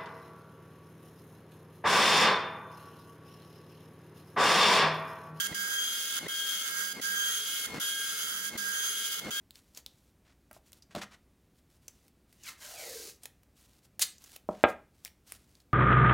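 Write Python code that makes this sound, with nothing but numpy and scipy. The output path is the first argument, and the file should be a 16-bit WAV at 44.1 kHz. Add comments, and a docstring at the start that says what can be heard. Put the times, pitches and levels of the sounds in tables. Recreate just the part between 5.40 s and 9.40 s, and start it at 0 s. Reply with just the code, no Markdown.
"""A dot matrix printer prints back and forth, close to a stereo microphone in a hard room.
First a line is just ending: the carriage motor brakes, and the paper feed rumbles and clunks.
Then the motor speeds up and the pins strike on a steady clock, making a piercing tone whose harmonics
swell and fade as the head travels. The changing dot pattern rasps, and sharp ticks flurry midway along
some lines. Pause and line take turns, about every three quarters of a second, to the end."""
import sys
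import numpy as np
from scipy import signal
from scipy.fft import rfft, irfft, next_fast_len
from scipy.io import wavfile
from scipy.ndimage import map_coordinates

SR = 44100
rng = np.random.default_rng(int(sys.argv[2]) if len(sys.argv) > 2 else 0)


def materialize(psi):
    """Save the field psi as 16-bit PCM at rate SR to the path in sys.argv[1].

    A 1-D psi becomes a single channel; in a 2-D psi each row is a channel.
    """
    bounded = np.clip(np.atleast_2d(psi).T, -1, 1)
    quanta = np.round(bounded * 32767).astype(np.int16)
    wavfile.write(sys.argv[1], SR, quanta)


N = 176400
t = np.arange(N) / SR
PIN_HZ, MOTOR_HZ = 1616.4, 2155.2  # the pins' clock; the motor's pitch at full speed


def amp(db):
    """Turn decibels into a gain."""
    return 10 ** (np.asarray(db) / 20)


def unit(x):
    """Scale a signal to an average (rms) level of 1."""
    return x / np.sqrt(np.mean(x ** 2) + 1e-20)


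def along(table, hz, column=1):
    """Look up a table's column at any pitch."""
    columns = np.transpose(table)
    return np.interp(np.log(hz + 1), np.log(columns[0] + 1), columns[column])


def curves(table, at):
    """Gain curves from a table's dB columns, at these times or places."""
    points, *columns = np.transpose(table)
    return np.array([amp(np.interp(at, points, db)) for db in columns])


def wobble(rate):
    """A smooth random curve through `rate` points a second."""
    return map_coordinates(rng.standard_normal(int(N * rate / SR) + 4), [t * rate])


def filtered(x, response):
    """Turn each frequency of x up or down by response(hz)."""
    size = next_fast_len(N + SR // 2)
    return irfft(rfft(x, size) * response(np.fft.rfftfreq(size, 1 / SR)), size)[..., :N]


def causal(db):
    """A filter with these levels that rings after a hit, never before (minimum phase)."""
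    cepstrum = irfft(np.log(amp(db)))
    half = len(cepstrum) // 2
    cepstrum[1:half] *= 2
    cepstrum[half + 1:] = 0
    return np.exp(rfft(cepstrum))


def stereo_noise(apart):
    """Noise shared by both sides, plus some of each side's own."""
    return unit(rng.standard_normal(N) + apart * rng.standard_normal((2, N)))


def gate(start, end, edge_s):
    """1 from start to end, with short fades."""
    return np.clip(np.minimum(t - start, end - t) / edge_s + .5, 0, 1)


# Printed lines, leftward and rightward in turn: (start [s], end [s], rasp boost [dB])
LINES = [(-.58, .072, 4.5), (0.145, .792, 2.5), (.882, 1.53, 1.77), (1.614, 2.263, 2.5),
         (2.399, 3.097, 1.5), (3.176, 3.8, 2.5), (3.907, 4.56, 2.5)]

def head_place():
    """Where the print head is on its rail: place 0 is left, 1 is right."""
    times = [s for line in LINES for s in line[:2]]
    return np.interp(t, times, np.resize([1, 0, 0, 1], len(times)))


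# Tone colour of the background: (frequency [Hz], relative level [dB])
HISS_COLOUR = [(100, -7), (15000, -23)]

def background():
    """A very faint, steady hiss."""
    return amp(-85) * unit(filtered(stereo_noise(apart=0.52), lambda hz: amp(along(HISS_COLOUR, hz))))


# How long the room rings: (frequency [Hz], time to fade by 60 dB [s])
ROOM_FADE = [(600, 0.32), (1600, 1), (15000, 0.34)]

def room(x):
    """Hard walls return a wash of echoes, different at each ear and thin in the bass."""
    hz, age, noise = signal.stft(rng.standard_normal((2, SR * 3 // 4)), SR, nperseg=256)
    tail = signal.istft(noise * amp(-60 * age / along(ROOM_FADE, hz)[:, None]), SR, nperseg=256)[1]
    lead = SR // 4  # a run-up, so the room already rings at the start
    padded = np.concatenate([np.tile(x[:, :lead // 5], 5), x], axis=1)
    echoes = signal.fftconvolve(padded, tail / np.linalg.norm(tail[0]), axes=1)[:, lead:lead + N]
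    return amp(-8.5) * filtered(echoes, lambda hz: hz / (hz + 300))


def motor_tone(phase):
    """A stepper motor's whine: a note and its weaker octave."""
    return np.sin(phase) + amp(-11) * np.sin(2 * phase)


# Pitches at which belt and frame ring: (frequency [Hz], width [Hz], relative level [dB])
FRAME_RINGS = [(202, 41, 3), (304, 120, 3), (424, 35, 7.5)]

def carriage():
    """The motor speeds up and brakes for each line; the frame drones, and the belt hums near the left."""
    ramp_s, lead_s, strain_lead_s = .04, .004, .015
    inside_s = np.max([np.minimum(t - start + lead_s, end - t) for start, end, _ in LINES], axis=0)
    ramp = np.clip(inside_s / ramp_s + 1, 0, 1)
    speed = ramp * (2 - ramp)  # eases into full speed
    strain = sum(np.exp(-((t - start + strain_lead_s) / 0.0036) ** 2) for start, _, _ in LINES)
    phase = 2 * np.pi * np.cumsum(MOTOR_HZ * speed) / SR + .5 * np.array([wobble(10), wobble(10)])
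    whine = motor_tone(phase) * speed * amp(-53.5 + 13 * strain + 3.1 * wobble(7.93))
    frame = filtered(stereo_noise(apart=0.12), lambda hz: sum(
        amp(db) * 1j * hz * width / (centre ** 2 - hz ** 2 + 1j * hz * width)
        for centre, width, db in FRAME_RINGS))
    hum_level = amp(-57.5 + 2.3 * wobble(20)) * np.exp(-(head_place() / 0.34) ** 2)
    hum = hum_level * np.sin(2 * np.pi * 199.4 * t + wobble(25))
    return whine + amp(-60.5) * unit(frame) + hum


# The paper feed's full rumble in each pause between lines: (level [dB])
FEED_LEVELS = [-43, -41.5, -42.5, -38.5, -41, -39]
# Tone colour of the printer's body: (frequency [Hz], relative level [dB])
BODY_COLOUR = [(25, -40), (65, -2.5), (120, -3.5), (200, 3.5), (800, -8), (1500, -11), (6000, -21),
               (15000, -32)]

def paper_feed():
    """A rumble swells through each pause and dips just before the next line; the motor whines midway."""
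    swell_db, dip_before_line_s = 16, 0.0086
    roughness = unit(amp(2.3 * wobble(rate=260)))
    rumble, whine = np.zeros(N), np.zeros(N)
    for line, next_line, db in zip(LINES, LINES[1:], FEED_LEVELS):
        start, end = line[1], next_line[0] - dip_before_line_s
        done = np.clip((t - start) / (end - start), 0, 1)
        rumble += gate(start, end, 0.012) * amp(db - swell_db * (1 - done) ** 2) * roughness
        whine += gate(start, end, .005) * amp(db - 4) * np.exp(-((done - 0.55) / 0.27) ** 2 / 2)
    body = unit(filtered(stereo_noise(apart=0.36), lambda hz: amp(along(BODY_COLOUR, hz))))
    return rumble * body + whine * motor_tone(2 * np.pi * MOTOR_HZ * t + 0.19 * wobble(71))


# Knocks of the carriage and feed gears: (time [s], level [dB])
CLUNK_HITS = [(0.117, -29.5), (.858, -36), (2.340, -36), (2.381, -29.5), (3.15, -37), (3.866, -31),
              (3.891, -40)]
# The low notes in one clunk: (frequency [Hz], relative level [dB])
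CLUNK_NOTES = [(175, -11), (300, -11.5), (460, -11.5)]

def clunks():
    """Each knock rings the body briefly, at slightly different pitches."""
    fade_s, sound = 0.06, 0
    for start, hit_db in CLUNK_HITS:
        age = np.maximum(t - start, 0)
        ring = sum(amp(db) * np.sin(2 * np.pi * hz * rng.normal(1, 0.11) * age) for hz, db in CLUNK_NOTES)
        sound += amp(hit_db - 60 * age / fade_s) * ring
    return sound


# The middle of each flurry of ticks: (time [s])
FLURRY_TIMES = [1.27, 1.84, 2.82, 3.399]
# The loudest single ticks: (time [s], relative level [dB])
LOUD_TICKS = [(1.311, -23), (3.4, -23), (3.46, -24)]

def ticks():
    """Tiny, bright snaps of noise, mostly on the right, as the head nears the middle of the page."""
    peak_per_s, flurry_s, fade_s = 90, .11, .0004
    rate = peak_per_s * sum(np.exp(-((t - s) / flurry_s) ** 2) for s in FLURRY_TIMES)
    hits = (rng.random(N) < rate / SR) * amp(-34 + rng.standard_normal(N))
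    for s, db in LOUD_TICKS:
        hits[round(s * SR)] = amp(db)
    snaps = signal.lfilter([1], [1, -np.exp(-1 / (fade_s * SR))], hits) * rng.standard_normal(N)
    return amp([[-14], [0]]) * signal.lfilter(*signal.butter(2, 10000, "high", fs=SR), 2 * snaps)


# Tone colour of the print head and casing: (frequency [Hz], left level [dB], right level [dB])
HEAD_COLOUR = [(770, -24.5, -20), (1153, -13.5, -19.5), (1365, -0.5, 1), (1627, -10, -4), (1830, -10, -30),
               (1882, -1, -0.5), (1960, -12, -17.5), (2878, -8.5, -8), (2950, -2.5, 7.5), (3010, 2, -7),
               (3424, -8, 3.5), (3730, -5.5, -6), (4360, -10.5, -8), (5000, -8, -3), (5690, -10.5, -8.5),
               (6545, -9, 3), (7120, -48, -6.5), (8270, -11, -4.5), (9020, -19, -19.5), (9700, 3, -16.5),
               (11570, -3, -13.5), (13540, -17, -9), (14050, 1.5, -14), (15970, -24, 3)]
# Borders between the rasp's five bands: (frequency [Hz])
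BAND_EDGES = [2300, 4200, 8500, 12000]
# The two lowest bands along the rail: (place [0 to 1], low boost [dB], middle boost [dB])
RASP_BY_PLACE = [(0, 0, -1), (.2, 4.5, -3.5), (.47, 3, 2), (.85, -0.5, 2.5), (1, 4.5, 2)]
# The sizzling fourth band: (time [s], relative level [dB])
SIZZLE_LEVELS = [(.2, 2), (.6, 3), (1.4, 1.5), (1.95, 3), (2.6, 5.5), (3.15, 1), (3.5, 6), (3.85, -0.5)]

def rasp(text_db):
    """On each clock beat a chance number of pins hits the roller, rebounds and rattles the head."""
    strike_s, first_strike_s = 0.00035, 0.0067
    half_beats = 2 * PIN_HZ * t  # two hits on each clock beat, alike
    strength = amp(rng.standard_normal(int(half_beats[-1]) + 1))
    strikes = strength[half_beats.astype(int)] * np.exp(-(half_beats % 1) / (2 * PIN_HZ * strike_s))
    line_starts = sum(np.exp(-((t - start) / first_strike_s) ** 2) for start, _, _ in LINES)
    blows = strikes * amp(text_db + 1.5 * line_starts) * stereo_noise(apart=1.67)
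    rattle = unit(filtered(blows, lambda hz: np.array(
        [causal(along(HEAD_COLOUR, hz, side)) for side in (1, 2)])))
    below = [0] + [filtered(rattle, lambda hz: 1 / (1 + (hz / edge) ** 16)) for edge in BAND_EDGES]
    bands = [upper - lower for lower, upper in zip(below, below[1:] + [rattle])]
    gains = [*curves(RASP_BY_PLACE, head_place()), amp(2.5), amp(-3) * curves(SIZZLE_LEVELS, t)[0], 1]
    printing = sum(amp(db) * gate(start, end, 0.0016) for start, end, db in LINES)
    return amp(-35.5) * printing * sum(gain * band for gain, band in zip(gains, bands))


def ring_on(level, fade_s=0.5, tail_db=-8):
    """The room keeps a tone going for a moment after it stops."""
    decay = amp(-60 / (fade_s * SR))
    tail = signal.lfilter([1 - decay], [1, -decay], level, zi=decay * level[..., :1])[0]
    return np.maximum(level, amp(tail_db) * tail)


# Harmonics 1 and 2 as the head passes through standing waves (loud and quiet spots):
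# (time [s], first left [dB], first right [dB], second left [dB], second right [dB])
LOW_HARMONICS = [(0.01, -49, -36.5, -45, -36), (0.31, -56, -35, -44.5, -54), (0.37, -55, -35, -33, -38),
                 (0.52, -66, -49, -37, -43), (0.7, -56, -44.5, -45, -47), (1.02, -48.5, -41, -34, -43.5),
                 (1.17, -56, -50, -36.5, -52), (1.38, -67, -36.5, -57, -47.5), (1.63, -59, -42, -45, -41.5),
                 (1.66, -45, -33, -46.5, -54), (1.84, -56, -34.5, -33.5, -39),
                 (1.96, -68, -47.5, -40, -42.5), (2.17, -56, -50, -45.5, -44.5),
                 (2.5, -55, -41.5, -38.5, -41.5), (2.59, -42, -42, -39.5, -39),
                 (2.74, -44.5, -52, -49, -57), (2.83, -60, -49, -46, -41), (2.95, -59, -44.5, -51, -42),
                 (3.29, -55, -34.5, -46.5, -53), (3.44, -60, -38.5, -37, -49), (3.47, -52, -46, -40.5, -45),
                 (3.62, -56, -46.5, -40, -43.5), (3.77, -53, -50, -44, -56), (3.99, -41.5, -44, -37.5, -41)]
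# Harmonics 3 and up, one a row: (left level [dB], right level [dB])
HIGH_HARMONICS = [(-51, -55), (-58, -51), (-78, -57), (-55.5, -69), (-52, -54), (-56, -57), (-59, -65)]
# Where harmonics 3 and 4 swell in the right ear: (place [0 to 1], half width [rail lengths], boost [dB])
RIGHT_SWELLS = [(.06, .2, 9), (.43, .22, 15)]

def pin_tone(text_db):
    """The pins' even beat makes a piercing tone that flutters with the text and shifts between the ears."""
    build_up_s, linger_db, turn_rad = 0.0082, -61, 6.53
    place, phase = head_place(), 2 * np.pi * PIN_HZ * t
    printing = sum(gate(start, end, .003) * (1 - np.exp(-np.maximum(t - start, 0) / build_up_s))
                   for start, end, _ in LINES)
    ear_phase = turn_rad * (place - .72) * np.array([[.5], [-.5]])  # turns as the head travels
    tone = 0
    for k, level in enumerate(curves(LOW_HARMONICS, t).reshape(2, 2, N) * printing, 1):
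        flutter = amp(2 + .4 * text_db + k * .8 * wobble(90))
        drift = ear_phase + .5 * wobble(3.96) + 0.16 * k * wobble(90)
        tone += np.maximum(ring_on(level), amp(linger_db)) * flutter * np.sin(k * phase + drift)
    swell_share = np.where(np.gradient(place) < 0, 0.43, 1) * np.array([[0], [1]])  # less going left
    for k, sides_db in enumerate(HIGH_HARMONICS, 3):
        flutter = amp(-0.5 + .6 * text_db + 2.4 * wobble(55) + 1.2 * wobble(5))
        if k - 3 < len(RIGHT_SWELLS):
            centre, width, db = RIGHT_SWELLS[k - 3]
            flutter = flutter * amp(db * swell_share * np.exp(-((place - centre) / width) ** 2))
        drift = .9 * np.array([wobble(8), wobble(8)]) + .35 * wobble(70)
        tone += amp(sides_db)[:, None] * ring_on(printing) * flutter * np.sin(k * phase + drift)
    return np.sqrt(2) * tone


def scene():
    """The printer in its room, over a faint background."""
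    text_db = 0.5 * wobble(440) + 1.3 * wobble(29.755)  # letters and words vary the loudness
    machine = rasp(text_db) + ticks() + carriage() + paper_feed() + clunks()
    return background() + room(machine) + machine + pin_tone(text_db)


def record(dry):
    """The microphone loses the deepest bass and the highest treble."""
    bass_hz, top_hz = 45, 15780
    return filtered(dry, lambda hz: (hz < top_hz) * hz ** 2 / (hz ** 2 + bass_hz ** 2))


dry = scene()
out = record(dry)
materialize(out)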